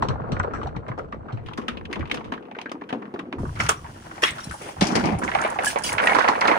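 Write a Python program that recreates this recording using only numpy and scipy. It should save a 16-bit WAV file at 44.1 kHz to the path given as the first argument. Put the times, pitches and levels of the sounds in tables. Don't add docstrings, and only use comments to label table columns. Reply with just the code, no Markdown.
import sys
import numpy as np
from scipy import signal
from scipy.fft import rfft, irfft, next_fast_len
from scipy.io import wavfile
from scipy.ndimage import uniform_filter1d

SR = 44100
rng = np.random.default_rng(int(sys.argv[2]) if len(sys.argv) > 2 else 0)


def master(y):
    cut = np.clip(np.atleast_2d(y).T, -1, 1)
    pcm = np.round(cut * 32767)
    wavfile.write(sys.argv[1], SR, pcm.astype(np.int16))


def natural_amplitude(level_db):
    exponent = np.asarray(level_db, float) / 20
    return 10 ** exponent


N = 290178
T = np.arange(N) / SR
CUTS_S = [1.43, 3.385]
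FROM_LEFT_S = (3.5, 5.5)
EAR_LAG_S, WALL_LAG_S = 0.00045, 0.00018


def rms_one(x):
    return x / np.sqrt(np.mean(x ** 2) + 1e-20)


def peak_one(x):
    power = uniform_filter1d(x ** 2, size=130)
    return x / np.sqrt(np.max(power, axis=-1, keepdims=True) + 1e-20)


def in_time(rows):
    s, *columns = np.transpose(rows)
    return [np.interp(T, s, c) for c in columns]


def of_part(values, s):
    return np.array(values)[np.searchsorted(CUTS_S, s)]


def panned(db):
    return natural_amplitude(np.outer([.5, -.5], db))


def coloured(x, spectrum):
    size = next_fast_len(N)
    hz, db = np.transpose(spectrum)
    log_hz = np.log(np.arange(size // 2 + 1) * SR / size + 1)
    gain = natural_amplitude(np.interp(log_hz, np.log(hz + 1), db))
    return rms_one(irfft(rfft(x, size) * gain, size)[..., :N])


def by_part(x, spectra):
    part = np.searchsorted(CUTS_S, T)
    return sum((part == k) * coloured(x, spectrum) for k, spectrum in enumerate(spectra))


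def drift(rate_hz):
    r = np.exp(-2 * np.pi * rate_hz / SR)
    noise = rng.standard_normal(N + SR)
    return rms_one(signal.lfilter([1], [1, -2 * r, r * r], noise)[SR:])


def grains(shape, s, per_s, spread_db, alike, first=0., lag_s=EAR_LAG_S):
    size = natural_amplitude(spread_db * np.minimum(rng.exponential(1, (2, *shape)), 5))
    sign = rng.choice([-1, 1], size.shape)
    near, other = size * sign * (rng.random(size.shape) < per_s / SR)
    alike = np.clip(alike, 0, 1)
    lag = round(lag_s * SR)
    far = np.sqrt(alike) * np.roll(near, lag, axis=-1) + np.sqrt(1 - alike) * other
    start = round(.002 * SR)
    near[..., start] += first
    far[..., start + lag] += first
    from_left = (s > FROM_LEFT_S[0]) & (s < FROM_LEFT_S[1])
    return np.stack([np.where(from_left, near, far), np.where(from_left, far, near)], axis=-2)


def resonance(x, hz, width):
    r = np.exp(-np.pi * width / SR)
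    return signal.lfilter([1 - r, 0, r - 1], [1, -2 * r * np.cos(2 * np.pi * hz / SR), r * r], x)


def blow(t60, rise_s, tail_db, stretch, count):
    t, t60 = np.arange(count) / SR, max(t60, .005)
    decay = natural_amplitude(-60 * t / t60)
    tail = natural_amplitude(tail_db - 60 * t / (t60 * stretch))
    return (1 - np.exp(-t / rise_s)) * (decay + tail)


def held(s, length, rise_s, fall_s):
    rise = np.clip((T - s) / max(rise_s, .001), 0, 1)
    return rise * np.exp(-np.maximum(T - s - length, 0) / max(fall_s, .001))


def add(out, s, piece):
    i = max(round(s * SR), 0)
    out[:, i:i + piece.shape[1]] += piece[:, :N - i]


# (time [s], level [dB])
SHAKING = [(0, -34), (1.3, -44), (2.3, -45.5), (2.5, -73), (3.36, -58), (3.39, -32), (3.7, -36.5),
           (4.0, -45.5), (4.75, -48.5), (5.1, -38), (6.0, -49.5), (6.58, -54)]
# (time [s], level [dB])
JOLTS = [(.03, -42), (.16, -40), (.35, -30), (.66, -33.5), (.79, -38), (.9, -56), (1.39, -43), (1.47, -46),
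         (1.74, -53), (2.02, -31), (3.41, -35.5), (3.48, -32), (3.63, -29), (3.88, -47), (4.32, -53),
         (4.51, -38), (4.821, -31), (5.15, -31), (5.95, -43), (6.49, -45)]
# (frequency [Hz], relative level [dB])
SHAKING_COLOUR = [(12, -44), (20, -3.5), (86, 9.5), (130, 6), (170, 4.5), (290, -120)]


def rumble():
    alike = of_part([.6, .1, .97], T)
    mid, side = coloured(rng.standard_normal((2, N)), SHAKING_COLOUR)
    level = natural_amplitude(in_time(SHAKING)[0] + 2.0 * drift(6.0))
    for s, db in JOLTS:
        level = level + natural_amplitude(db) * np.exp(-((T - s) / 0.03) ** 2)
    return level * (mid + np.sqrt((1 - alike) / (1 + alike)) * side * [[1], [-1]])


# (time [s], relative level [dB], left-right difference [dB])
MOTION = [(0.0, -32, 4), (0.11, -37, 1.5), (0.55, -35.5, 1.5), (0.68, -42, 1.5), (1.23, -47, 0),
          (1.96, -47.5, 2), (2.14, -41, 1), (2.36, -46, 0.5), (2.53, -55.5, 2), (3.08, -44.5, 0.5),
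          (3.43, -63, -0.5), (3.57, -43.5, 0.5), (3.85, -51, 0.5), (4.12, -46, 1), (4.29, -41.5, 1.5),
          (4.58, -47.5, 0), (4.67, -38, 4), (4.76, -49.5, -3), (4.8, -41.5, 1.5), (4.99, -29, 4),
          (5.09, -38, 5), (5.19, -69, 0), (5.22, -35.5, -3.5), (5.39, -31, -4), (5.44, -24, 0),
          (5.59, -39, -4.5), (5.62, -27.5, 0.5), (5.75, -38, -6.5), (5.94, -31, -0.5), (5.97, -31, -5),
          (6.01, -22.5, -2.5), (6.14, -22, -4.5), (6.3, -24, -4.5), (6.4, -31, -2.5), (6.45, -20, -5),
          (6.58, -25, -4)]
# (time [s], likeness [0-1], left-right difference [dB])
WALLS = [(0, 0.05, 2.5), (2.2, 0.06, 3), (2.5, 0.91, 1), (3.4, 1, 1), (4.7, 1, -3), (5.0, 0.42, -2.5),
         (6.58, 0.17, -4.5)]
# (frequency [Hz], width [Hz], relative level [dB])
WALL_RESONANCES = [(216, 94, 6), (300, 67, -1.5), (410, 85, -27), (140, 19, -19)]
# (time [s], length [s], relative level [dB])
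LOADS = [(0.0, 0.038, -32), (0.284, 0.033, -33.5), (0.51, 0.15, -39), (3.379, 0.068, -30),
         (2.138, 0.17, -69), (3.206, 0.15, -43), (4.843, 0.19, -28), (5.035, 0.072, -29),
         (5.17, 0.072, -32), (5.38, 0.028, -53), (6.0, 0.2, -53), (6.45, 0.074, -37)]
ROLL_PIVOT_DB = -45


def board_drone(clump):
    roll_db, _ = in_time(MOTION)
    level = natural_amplitude(of_part([-42.5, -39.5, -45], T) + 0.43 * (roll_db - ROLL_PIVOT_DB))
    for s, length, db in LOADS:
        level = level + natural_amplitude(db) * held(s, length, rise_s=0.021, fall_s=0.028)
    alike, pan_db = in_time(WALLS)
    knead = grains((N,), 0, per_s=1200.0, spread_db=4.0, alike=alike, lag_s=WALL_LAG_S)
    knead = panned(pan_db) * knead
    drone = 0
    for hz, width, db in WALL_RESONANCES:
        drone = drone + natural_amplitude(db) * rms_one(resonance(resonance(knead, hz, width), hz, 3.37 * width))
    return rms_one(drone) * level * natural_amplitude(0.82 * clump)


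# (frequency [Hz], relative level [dB])
SCUFF_COLOURS = [
    [(1760, 7), (3000, 7), (3390, 0), (4280, 0.5), (4940, -13.5), (5780, 0.5), (6950, -15.5), (7740, 0.5),
     (8490, -13), (9450, -51), (16500, -61)],
    [(1760, 3.5), (3000, -3.5), (4280, -19), (6520, -19), (7360, -26), (8990, -18.5), (10800, -31),
     (12800, -24), (16500, -47)],
    [(1760, -6), (3000, 2.5), (3390, 0), (3740, -5.5), (5620, -1), (7100, -5), (9790, -5.5), (10900, -6.5),
     (11400, -20), (13000, -31), (13800, -16), (15200, -11), (16000, -23), (16500, -44)],
]


def scuffing(clump):
    roll_db, pan_db = in_time(MOTION)
    level_db = of_part([-67.5, -53.5, -47.5], T) + 0.25 * (roll_db - ROLL_PIVOT_DB)
    level_db = level_db + 0.2 * clump + 0.29 * drift(60.0) - 3.5
    contacts = grains((N,), T, per_s=12000.0, spread_db=4.0, alike=0.023)
    return panned(pan_db) * by_part(contacts, SCUFF_COLOURS) * natural_amplitude(level_db)


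# (frequency [Hz], relative level [dB])
ROLL_COLOURS = [
    [(240, -29), (400, 15), (540, 12), (965, 3.5), (1410, 0.5), (1870, -14.5), (2300, -20), (3500, -31),
     (4550, -23.5), (7700, -120)],
    [(240, -16), (400, 16.5), (497, 18), (560, 6.5), (1100, 9.5), (1520, -3), (2240, -15), (3500, -56),
     (4550, -105), (7700, -120)],
    [(240, -41), (400, 0.5), (939, 4.5), (1220, -2), (1350, 1.5), (1890, -2.5), (2070, -10), (2500, -14),
     (3500, -20), (4550, -17.5), (7700, -120)],
]


def rolling(clump):
    roll_db, pan_db = in_time(MOTION)
    taps = grains((N,), T, per_s=4500.0, spread_db=3.0, alike=0.77)
    dealt = rng.integers(0, 14, N // 32 + 1)[np.arange(N) // 32]
    rattle = 0
    for k, hz in enumerate(np.geomspace(450, 3400, 14)):
        ring = resonance(taps * (dealt == k) + 1e-18, hz, 0.2 * hz)
        rattle = rattle + rms_one(ring) * np.sqrt(hz)
    return panned(pan_db) * by_part(rattle, ROLL_COLOURS) * natural_amplitude(roll_db + 2.6 * clump + 2.5)


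# (time [s], length [s], level [dB], pitch [Hz])
SQUEAKS = [(3.6, 0.012, -33, 5370), (3.643, .02, -48, 5830), (3.61, .012, -44, 4400),
           (3.767, 0.012, -46.5, 5800), (4.23, 0.004, -20.5, 5570), (4.235, 0.0055, -15, 3300),
           (4.266, .01, -35, 5460), (4.404, 0.008, -44, 3700), (4.402, 0.012, -44, 5600),
           (4.435, 0.012, -38.5, 5550), (5.667, 0.0076, -16.5, 1682), (5.668, 0.017, -32, 3000),
           (5.674, .01, -24.5, 8300), (5.841, 0.012, -31.5, 3300), (5.842, 0.011, -29, 2940),
           (5.836, 0.016, -33.5, 5440), (5.843, .008, -37, 6600), (5.86, 0.012, -30, 4780),
           (5.876, 0.0069, -38, 4200), (5.865, .018, -38, 5880), (5.69, .015, -35, 1500),
           (4.307, .006, -37.5, 8350), (4.437, .01, -42, 4060), (7, .02, -24, 2120),
           (6.07, 0.0028, -11, 1900), (6.082, 0.04, -23, 2200)]


def squeaks():
    slips = grains((N,), T, per_s=7300.0, spread_db=1.0, alike=0.15)
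    wavering_time = np.cumsum(1 + .006 * drift(52.0)) / SR
    out = np.zeros((2, N))
    for s, length, db, hz in SQUEAKS:
        width = 0.021 * hz
        stray = rms_one(resonance(resonance(slips, hz, width), hz, 2 * width))
        tone = np.sin(2 * np.pi * hz * wavering_time + [[0], [1]])
        out += natural_amplitude(db) * held(s, length, rise_s=0.0019, fall_s=0.01) * (tone + .5 * stray)
    return out


# (time [s], length [s], relative level [dB], 0 block or 1 glass, singing over rasp [dB])
STROKES = [(3.588, 0.065, -30, 0, -3), (3.686, 0.002, -11.5, 0, 2), (4.219, 0.014, -19, 0, -8),
           (4.244, 0.045, -22.5, 0, 11.5), (4.35, 0.13, -37, 0, -5), (4.573, 0.16, -38.5, 1, -3),
           (4.619, 0.072, -43, 0, 8), (5.348, 0.11, -46.5, 1, 11), (5.646, 0.07, -19.5, 1, -8),
           (5.834, 0.06, -17, 1, -3), (6.016, 0.142, -30, 1, -3)]
# (frequency [Hz], width [Hz], relative level [dB])
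GLASS = [(4870, 61, -8), (5900, 74, -16), (6600, 68, -15), (8030, 160, -13), (8700, 62, -25),
         (9300, 460, -5)]
# (frequency [Hz], width [Hz], relative level [dB])
BLOCK = [(1500, 650, 2), (2050, 530, 13), (2620, 790, 9.5), (3300, 390, 6.5), (5460, 120, -9),
         (6460, 45, -19), (6640, 44, -5), (8250, 120, -31)]


def scrapes():
    slips = grains((N,), T, per_s=9000.0, spread_db=2.5, alike=0.069)
    friction = natural_amplitude(2.5) * coloured(slips, SCUFF_COLOURS[2])
    out = np.zeros((2, N))
    for s, length, db, glass, sing_db in STROKES:
        is_glass = glass > .5
        flicker_db = 5 if is_glass else 3
        a, b = round(s * SR), round((s + .25) * SR)
        singing = 0
        for hz, width, mode_db in (GLASS if is_glass else BLOCK):
            mode = rms_one(resonance(resonance(slips[:, a:b], hz, width), hz, 3 * width))
            singing = singing + natural_amplitude(mode_db + flicker_db * drift(24.0)[a:b]) * mode
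        stroke = natural_amplitude(sing_db) * rms_one(singing) + friction[:, a:b]
        envelope = held(s, length, rise_s=0.004, fall_s=0.021)[a:b]
        out[:, a:b] += natural_amplitude(db - 13.0) * envelope * stroke
    return out


# (time [s], relative level [dB], pitch [Hz], main decay by 60 dB [s])
THUDS = [(0.031, -23, 127, 0.065), (0.086, -13, 101, 0.16), (0.208, -23, 132, 0.068),
         (0.327, -16, 114, 0.06), (0.397, -20.5, 91.5, 0.081), (0.765, -22.5, 140, 0.085),
         (0.884, -22.5, 515, 0.061), (0.9, -20, 114, 0.049), (0.978, -24, 412, 0.16),
         (0.988, -22.5, 470, 0.063), (1.128, -28, 203, 0.064), (1.145, -28, 467, 0.03),
         (1.33, -18.5, 104, 0.21), (1.586, -18, 238, 0.067), (1.683, -21.5, 223, 0.27),
         (1.847, -34.5, 179, 0.15), (1.901, -24, 300, 0.36), (1.963, -20.5, 215, 0.19),
         (1.995, -21, 300, 0.13), (2.123, -23, 248, 0.33), (2.323, -22, 254, 0.1), (2.567, -27.5, 396, 0.1),
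         (2.658, -26, 265, 0.085), (2.716, -21, 288, 0.035), (2.745, -26, 260, 0.094),
         (2.817, -28, 310, 0.11), (2.927, -18.5, 244, 0.15), (3.08, -29, 218, 0.055), (3.14, -19, 282, 0.1),
         (3.189, -25.5, 270, 0.056), (3.264, -30.5, 236, 0.22), (3.328, -25.5, 280, 0.32),
         (3.393, -46, 127, 0.16), (3.459, -28.5, 118, 0.13), (3.597, -25, 188, 0.19),
         (3.69, -14.5, 426, 0.094), (4.231, -15, 420, 0.057), (4.358, -36, 118, 0.1),
         (4.316, -32.5, 151, 0.09), (4.471, -24, 146, 0.032), (4.505, -31.5, 118, 0.092),
         (4.615, -31, 376, 0.35), (4.664, -30, 383, 0.16), (4.812, -18, 229, .04), (4.821, -4, 182, 0.03),
         (4.912, -18, 188, 0.34), (4.955, -12, 211, 0.091), (4.966, -13, 240, .05),
         (4.983, -13, 206, 0.056), (5.029, -13, 170, 0.27), (5.044, -17, 326, 0.064), (5.1, -19, 300, .05),
         (5.062, -15, 197, 0.061), (5.118, -14.5, 193, 0.23), (5.342, -28, 480, 0.099),
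         (5.595, -20, 480, 0.18), (5.759, -14.5, 476, 0.063), (5.884, -31.5, 141, 0.12),
         (5.996, -19.5, 494, 0.095), (6.035, -37, 245, 0.13), (6.144, -16.5, 295, 0.29),
         (6.29, -14, 260, 0.059), (6.409, -24, 350, 0.12), (6.481, -16.5, 314, 0.097),
         (6.517, -11, 300, 0.034)]


def thuds(count=9000):
    out = np.zeros((2, N))
    at = (np.array(THUDS)[:, :1] * SR).astype(int)
    alike, pan_db = np.array(in_time(WALLS))[:, at]
    pushes = grains((len(THUDS), count), 0, first=5.8, per_s=850.0, spread_db=2.5, alike=alike,
                    lag_s=WALL_LAG_S)
    pushes = pushes * panned(pan_db).T[..., None]
    for (s, db, hz, t60), push in zip(THUDS, pushes):
        push = push * blow(t60, rise_s=0.0047, tail_db=-24.5, stretch=8.2, count=count)
        ring = resonance(resonance(push, hz, 0.29 * hz), hz, 2.77 * hz)
        add(out, s - .002, natural_amplitude(db + 1.5) * ring / np.max(np.abs(ring)))
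    return out


# (time [s], relative level [dB], pitch [Hz], main decay by 60 dB [s])
CRACKS = [(0.0234, -29.5, 3980, 0.065), (0.0867, -24.5, 4200, 0.027), (0.3197, -28.5, 4200, 0.053),
          (0.3966, -34, 6100, 0.012), (0.432, -40, 4000, 0.049), (0.537, -42, 5700, 0.16),
          (0.6314, -37.5, 3620, 0.041), (0.6717, -40, 4120, 0.026), (0.7637, -38, 3700, 0.027),
          (0.8823, -42.5, 4100, 0.053), (0.989, -44.5, 5750, 0.012), (1.1234, -50, 4170, 0.04),
          (1.325, -41.5, 4030, 0.076), (1.4618, -35.5, 3670, 0.14), (1.5362, -29, 3530, 0.0083),
          (1.576, -30, 4970, 0.048), (1.617, -38.5, 3600, 0.034), (1.683, -17.5, 3730, 0.032),
          (1.7719, -41, 3560, 0.037), (1.853, -35, 3340, 0.013), (1.914, -45, 4800, 0.037),
          (1.929, -19.5, 4160, 0.019), (1.9578, -29, 3500, 0.027), (1.994, -39, 4300, 0.063),
          (2.0547, -54, 3550, 0.04), (2.0752, -40, 3670, 0.04), (2.0996, -38, 3500, 0.04),
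          (2.1158, -16, 3700, 0.025), (2.1437, -25.5, 4900, 0.047), (2.2438, -38, 3800, 0.099),
          (2.322, -28.5, 3880, 0.027), (2.338, -34, 3300, 0.036), (2.454, -55, 3500, 0.035),
          (2.513, -40, 3640, 0.021), (2.5486, -51, 3740, 0.04), (2.589, -36, 3800, 0.021),
          (2.615, -27.5, 4230, 0.023), (2.6574, -53, 3540, 0.04), (2.6948, -38, 3610, 0.027),
          (2.7176, -28, 4970, 0.016), (2.8916, -31.5, 3750, 0.074), (2.928, -24.5, 3280, 0.016),
          (3.1413, -42, 3960, 0.04), (3.193, -27.5, 3640, 0.025), (3.327, -30, 3900, 0.02),
          (3.555, -44, 4100, 0.055), (3.6044, -24.5, 5700, 0.048), (3.6366, -33, 5930, 0.056),
          (3.665, -28, 4100, 0.011), (3.692, -8.5, 7540, 0.022), (4.1579, -45, 4400, 0.04),
          (4.1744, -47, 3960, 0.04), (4.2378, -6.5, 2790, 0.019), (4.3075, -32, 7800, 0.03),
          (4.3834, -35, 3920, 0.056), (4.4039, -39, 5580, 0.036), (4.443, -33, 9000, 0.056),
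          (4.496, -37.5, 4000, 0.065), (4.512, -34.5, 10000, 0.062), (4.5282, -36, 9700, 0.23),
          (4.617, -37, 8780, 0.16), (4.8106, -13.5, 3920, 0.046), (4.826, -19.5, 4600, 0.051),
          (4.84, -32, 5500, 0.03), (4.853, -34, 5000, 0.03), (4.8696, -22.5, 5200, 0.058),
          (4.884, -38, 5450, 0.034), (4.916, -33, 5200, 0.11), (4.955, -17, 4600, 0.048),
          (4.996, -37, 4600, 0.04), (5.0394, -34, 4330, 0.063), (5.055, -28, 4700, 0.053),
          (5.1228, -42, 4620, 0.033), (5.188, -32.5, 9400, 0.04), (5.237, -30.5, 6600, 0.083),
          (5.2919, -35, 4050, 0.039), (5.3477, -35, 4390, 0.036), (5.4166, -24.5, 6840, 0.014),
          (5.4765, -37, 9290, 0.034), (5.5018, -31, 9100, 0.022), (5.5453, -42, 6680, 0.073),
          (5.624, -32, 3000, 0.02), (5.636, -27.5, 9400, 0.021), (5.647, -19, 9800, 0.024),
          (5.659, -17, 9900, 0.023), (5.6755, -21, 8700, 0.062), (5.787, -27, 8350, 0.02),
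          (5.823, -35, 7000, 0.02), (5.8383, -36, 6070, 0.04), (5.9282, -21, 9800, 0.034),
          (5.982, -30, 4170, 0.036), (6.0363, -38, 4600, 0.04), (6.058, -28.5, 9300, 0.03),
          (6.0721, -31, 4340, 0.068), (6.1469, -23, 3940, 0.077), (6.1857, -24.5, 3860, 0.098),
          (6.224, -36, 3900, 0.04), (6.286, -18.5, 4270, 0.035), (6.4111, -18, 4300, 0.019),
          (6.4482, -32, 3820, 0.05), (6.475, -18.5, 4070, 0.067)]
# (part 1 [dB], part 2 [dB], part 3 [dB])
CRACK_LEAN_DB = [
    [-2, -0.2, 5],
    [-2, -3, 0.5],
]


def cracks(count=7000):
    out = np.zeros((2, N))
    fine = by_part(grains((N,), T, per_s=11000.0, spread_db=3.5, alike=0.013), SCUFF_COLOURS)
    fine = np.pad(fine, ((0, 0), (0, count)))
    motion_s, _, motion_pan_db = np.transpose(MOTION)
    for s, db, hz, t60 in CRACKS:
        is_high = int(hz > 7000)
        pan_db = np.interp(s, motion_s, motion_pan_db) + of_part(CRACK_LEAN_DB[is_high], s)
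        i = round(s * SR)
        burst = fine[:, i:i + count] * blow(t60, rise_s=0.001, tail_db=-13.5, stretch=5.3, count=count)
        burst = natural_amplitude(-26.0) * burst + resonance(burst, hz, 0.52 * hz)
        note = peak_one(resonance(burst, hz, 0.027 * hz))
        burst = peak_one(burst) + natural_amplitude(of_part([-25, -29, -13.5], s)) * note
        add(out, s - .0015, natural_amplitude(db - 4.5) * panned([pan_db]) * peak_one(burst))
    return out


# (time [s], relative ring level [dB], ring pitch [Hz], clack level trim against the ring [dB],
# main decay by 60 dB [s])
KNOCKS = [(0.024, -8.5, 900, -7.5, 0.028), (0.053, -23.5, 1090, -31, 0.029), (0.084, -19.5, 1060, -9, 0.14),
          (0.107, -25, 1410, -19, 0.024), (0.116, -34, 1530, -12, 0.026), (0.156, -22.5, 815, -32, 0.026),
          (0.199, -23.5, 890, -19, 0.028), (0.218, -31, 1400, -10, 0.03), (0.24, -34.5, 1100, -25, 0.04),
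          (0.267, -30, 832, -10.5, 0.087), (0.284, -33, 1200, -18, 0.032), (0.319, -25, 1190, -14, 0.2),
          (0.367, -22, 1560, -13, 0.017), (0.399, -9.5, 1330, -41, 0.018), (0.436, -22, 1400, -15, 0.03),
          (0.445, -17.5, 1010, -15, 0.019), (0.475, -33, 1110, -1, 0.021), (0.509, -28, 1360, -11, 0.044),
          (0.536, -18.5, 1290, -18, 0.11), (0.549, -26, 1390, -8, 0.048), (0.56, -29, 1570, -12, 0.046),
          (0.573, -31, 1400, -13, 0.064), (0.614, -22.5, 1240, -4.5, 0.088), (0.631, -23, 844, -18, 0.052),
          (0.659, -23, 710, -8, 0.05), (0.672, -22, 790, -27, 0.027), (0.691, -36, 1560, -18, 0.017),
          (0.75, -31, 1060, -13, 0.055), (0.766, -25.5, 840, -1, 0.033), (0.83, -36, 1070, -21, 0.024),
          (0.865, -29.5, 1100, -2, 0.058), (0.887, -25, 990, -1.5, 0.046), (0.916, -27, 1050, -27, 0.043),
          (0.9162, -27, 1590, -30, 0.029), (0.979, -26, 1000, -11, .03), (0.993, -21.5, 1310, -16, 0.033),
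          (1.045, -37, 1200, -12, 0.04), (1.125, -21.5, 1160, -2.5, 0.032), (1.141, -33, 900, -10, 0.027),
          (1.208, -33, 705, -30, 0.029), (1.284, -28.5, 1290, -7, 0.11), (1.305, -29.5, 740, -7, 0.12),
          (1.373, -29, 706, -5, 0.074), (1.486, -27.5, 985, -2.5, 0.021), (1.512, -30.5, 970, -17, 0.054),
          (1.577, -23.5, 1100, -25, 0.076), (1.683, -18.5, 1270, -8, 0.058), (1.749, -36, 982, -11, 0.04),
          (1.772, -31, 1010, 6.5, 0.027), (1.811, -30, 970, 0.5, 0.011), (1.855, -30.5, 1650, 6.5, 0.012),
          (1.912, -35, 996, 3, 0.025), (1.933, -25, 1120, 10, 0.039), (1.957, -25, 980, -2, 0.064),
          (2.008, -29.5, 1900, 2, 0.04), (2.028, -26.5, 1220, -9, 0.025), (2.055, -33.5, 950, 3, 0.035),
          (2.098, -29, 970, 5, 0.021), (2.114, -21.5, 990, 12.5, 0.011), (2.145, -22, 675, -24, 0.036),
          (2.173, -26.5, 1120, 1.5, 0.037), (2.208, -28, 900, -3, 0.024), (2.321, -22.5, 900, 3, 0.04),
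          (2.323, -19.5, 1046, -19, 0.027), (2.338, -24.5, 1090, -1, 0.032), (2.378, -29, 1440, -8, 0.024),
          (2.425, -40.5, 711, 1, 0.052), (2.454, -40, 1300, 1, 0.032), (2.484, -35, 690, -8, 0.04),
          (2.514, -28.5, 770, -3, 0.03), (2.55, -28.5, 1580, -1, 0.051), (2.587, -24.5, 900, 5, 0.032),
          (2.615, -32, 750, -6, 0.066), (2.659, -25.5, 1630, 0.5, 0.039), (2.695, -36, 869, 3, 0.028),
          (2.716, -23.5, 1040, -16, 0.033), (2.753, -31, 885, -25, 0.019), (2.812, -32, 1720, -3.5, 0.034),
          (2.82, -24.5, 865, -7, 0.016), (2.838, -38, 1300, 3, 0.017), (2.892, -30, 1620, -8, 0.069),
          (2.906, -24, 950, 0, 0.011), (2.927, -18.5, 770, -13, 0.06), (3.022, -28.5, 1070, 1, 0.03),
          (3.054, -33, 1270, -4, 0.03), (3.142, -27, 690, -12, 0.069), (3.16, -28, 1190, -4.5, 0.02),
          (3.176, -45, 1200, -1, 0.021), (3.195, -25.5, 1090, -12, 0.038), (3.254, -39, 1200, -6, 0.025),
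          (3.327, -22, 1000, 1, 0.025), (3.382, -27.5, 940, -15, 0.21), (3.454, -25.5, 1110, -16, 0.043),
          (3.493, -27.5, 1020, -24, 0.016), (3.56, -35, 1190, 6, 0.037), (3.57, -27.5, 1380, 0, 0.37),
          (3.6, -20.5, 730, 13.5, 0.041), (3.601, -14, 1370, 2, 0.12), (3.654, -20.5, 1250, -5, 0.081),
          (3.666, -25, 2200, -5, 0.018), (3.692, -4.5, 1285, -4, 0.035), (3.708, -17, 1140, -12, 0.11),
          (3.844, -28, 930, -3.5, 0.089), (3.863, -34, 1720, -7, 0.03), (4.113, -26.5, 1400, 1, 0.016),
          (4.179, -27.5, 850, 0, 0.056), (4.2225, -19, 1900, -7, 0.053), (4.231, -12.5, 1110, 8, 0.068),
          (4.2367, -10, 1730, 2, 0.061), (4.384, -25, 1360, -8, 0.088), (4.51, -22.5, 1480, -23, 0.064),
          (4.54, -26, 835, -20, 0.039), (4.614, -35.5, 750, 6, 0.23), (4.689, -24, 780, -3, 0.027),
          (4.766, -26.5, 850, -13, 0.047), (4.811, -11.5, 745, 0.5, 0.15), (4.821, -18, 670, 3, 0.19),
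          (4.903, -42, 696, -5, 0.045), (4.954, -13, 780, 2.5, 0.11), (5.04, -14.5, 745, -1.5, 0.29),
          (5.089, -24, 750, 1, 0.039), (5.12, -23, 766, -5, 0.1), (5.131, -20.5, 791, -10, 0.061),
          (5.192, -25, 746, -21, 0.063), (5.223, -17, 980, -5, 0.045), (5.234, -16, 1590, -11, 0.017),
          (5.248, -16.5, 1054, -19, 0.019), (5.278, -19, 2050, -16, 0.03), (5.287, -19, 1010, -14, .03),
          (5.316, -18.5, 2050, -13, 0.031), (5.338, -26, 2100, -10, .02), (5.35, -6, 776, -3, 0.025),
          (5.376, -19, 1360, -3, 0.022), (5.387, -17, 1430, 4.5, 0.034), (5.424, -18.5, 1130, 0, 0.04),
          (5.439, -19, 1500, 6, 0.017), (5.448, -11.5, 670, -1, 0.07), (5.461, -17, 1090, -5, 0.035),
          (5.513, -24, 1100, -4, 0.014), (5.558, -20, 880, -13, 0.1), (5.588, -11.5, 770, 0.5, 0.027),
          (5.625, -24, 1010, -3, 0.024), (5.637, -24, 900, -8, .03), (5.645, -14, 1500, -7, 0.017),
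          (5.669, -20.5, 750, -5, 0.03), (5.703, -25, 2100, -2, 0.027), (5.73, -25, 743, -12, 0.056),
          (5.759, -11, 824, -5, 0.041), (5.775, -13.5, 945, -5.5, 0.022), (5.787, -26, 1700, -15, 0.014),
          (5.875, -32.5, 1700, 13, 0.025), (5.892, -27, 1690, 14.5, 0.026), (5.92, -18, 945, 4.5, 0.025),
          (5.95, -22.5, 1010, -2, 0.045), (5.982, -9.5, 1670, 6.5, 0.054), (6.001, -13.5, 1500, 8, 0.014),
          (6.038, -11.5, 1660, 5, 0.034), (6.042, -13.5, 600, -20, .06), (6.073, -8, 2020, 6, 0.013),
          (6.095, -10, 1900, -5, 0.079), (6.133, -13.5, 2080, -14, 0.016), (6.124, -19, 950, -20, 0.037),
          (6.149, -6.5, 990, -2, 0.071), (6.165, -13, 980, 1, 0.047), (6.166, -13, 1720, -16, .03),
          (6.187, -4, 966, -4, 0.025), (6.206, -9.5, 1570, -24, 0.036), (6.228, -18, 1550, -10, 0.03),
          (6.243, -14, 890, -0.5, 0.077), (6.279, -12.5, 2050, -3, 0.055), (6.288, -3.5, 1010, -8, 0.032),
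          (6.354, -18, 770, -1, 0.071), (6.414, -11.5, 1000, 6, 0.061), (6.451, -20, 1570, -8, 0.095),
          (6.462, -17, 1900, -9, 0.025), (6.48, -8.5, 1320, 5, 0.047), (6.514, -9, 940, 3, 0.076),
          (6.555, -18, 1410, -20, 0.05)]
# middle clack pitch [Hz], its random spread [share], ring width [share of pitch],
# level of a narrower note added to the ring [dB]
CLACK_HZ, CLACK_SPREAD = [1900, 2370, 2080], [0.075, 0.16, 0.067]
RING_WIDTH, RING_NOTE_DB = [0.65, 1, 1], [-1, 2, 4]


def knocks(count=7000):
    out = np.zeros((2, N))
    times = np.array(KNOCKS)[:, 0]
    contacts = grains((len(KNOCKS), count), times[:, None], per_s=4000.0, spread_db=3.5, alike=0.043,
                      first=5.5)
    spread = of_part(CLACK_SPREAD, times) * rng.standard_normal(len(KNOCKS))
    pitches = of_part(CLACK_HZ, times) * np.exp(spread)
    motion_s, _, motion_pan_db = np.transpose(MOTION)
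    for (s, db, hz, clack_db, t60), clack_hz, touch in zip(KNOCKS, pitches, contacts):
        touch = touch * blow(t60, rise_s=0.0016, tail_db=-11.5, stretch=4.24, count=count)
        touch = signal.lfilter(*signal.butter(2, min(0.59 * clack_hz, 9000), fs=SR), touch)
        ring = resonance(resonance(touch, hz, 1.08 * hz), hz, of_part(RING_WIDTH, s) * hz)
        ring = ring + natural_amplitude(of_part(RING_NOTE_DB, s)) * resonance(ring, hz, .12 * hz)
        clack = resonance(resonance(touch, clack_hz, 1.47 * clack_hz), clack_hz, 33.0 * clack_hz)
        clack = resonance(clack, clack_hz, 0.21 * clack_hz) + natural_amplitude(-23.0) * clack
        knock = natural_amplitude(db - 3.5) * peak_one(ring) + natural_amplitude(db + clack_db - 9.5) * peak_one(clack)
        add(out, s - .0015, panned([np.interp(s, motion_s, motion_pan_db)]) * knock)
    return out


def scene():
    clump = drift(36.0)
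    moving = board_drone(clump) + scuffing(clump) + rolling(clump)
    return rumble() + moving + squeaks() + scrapes() + thuds() + cracks() + knocks()


def roll_off(x):
    return signal.sosfilt(signal.butter(12, 16620, fs=SR, output="sos"), x)


def record(dry):
    dry = signal.sosfilt(signal.cheby2(12, 60, 16700, fs=SR, output="sos"), dry)
    mix = 1.159 * np.tanh(dry / 1.473)
    return roll_off(mix)


dry = scene()
out = record(dry)
master(out)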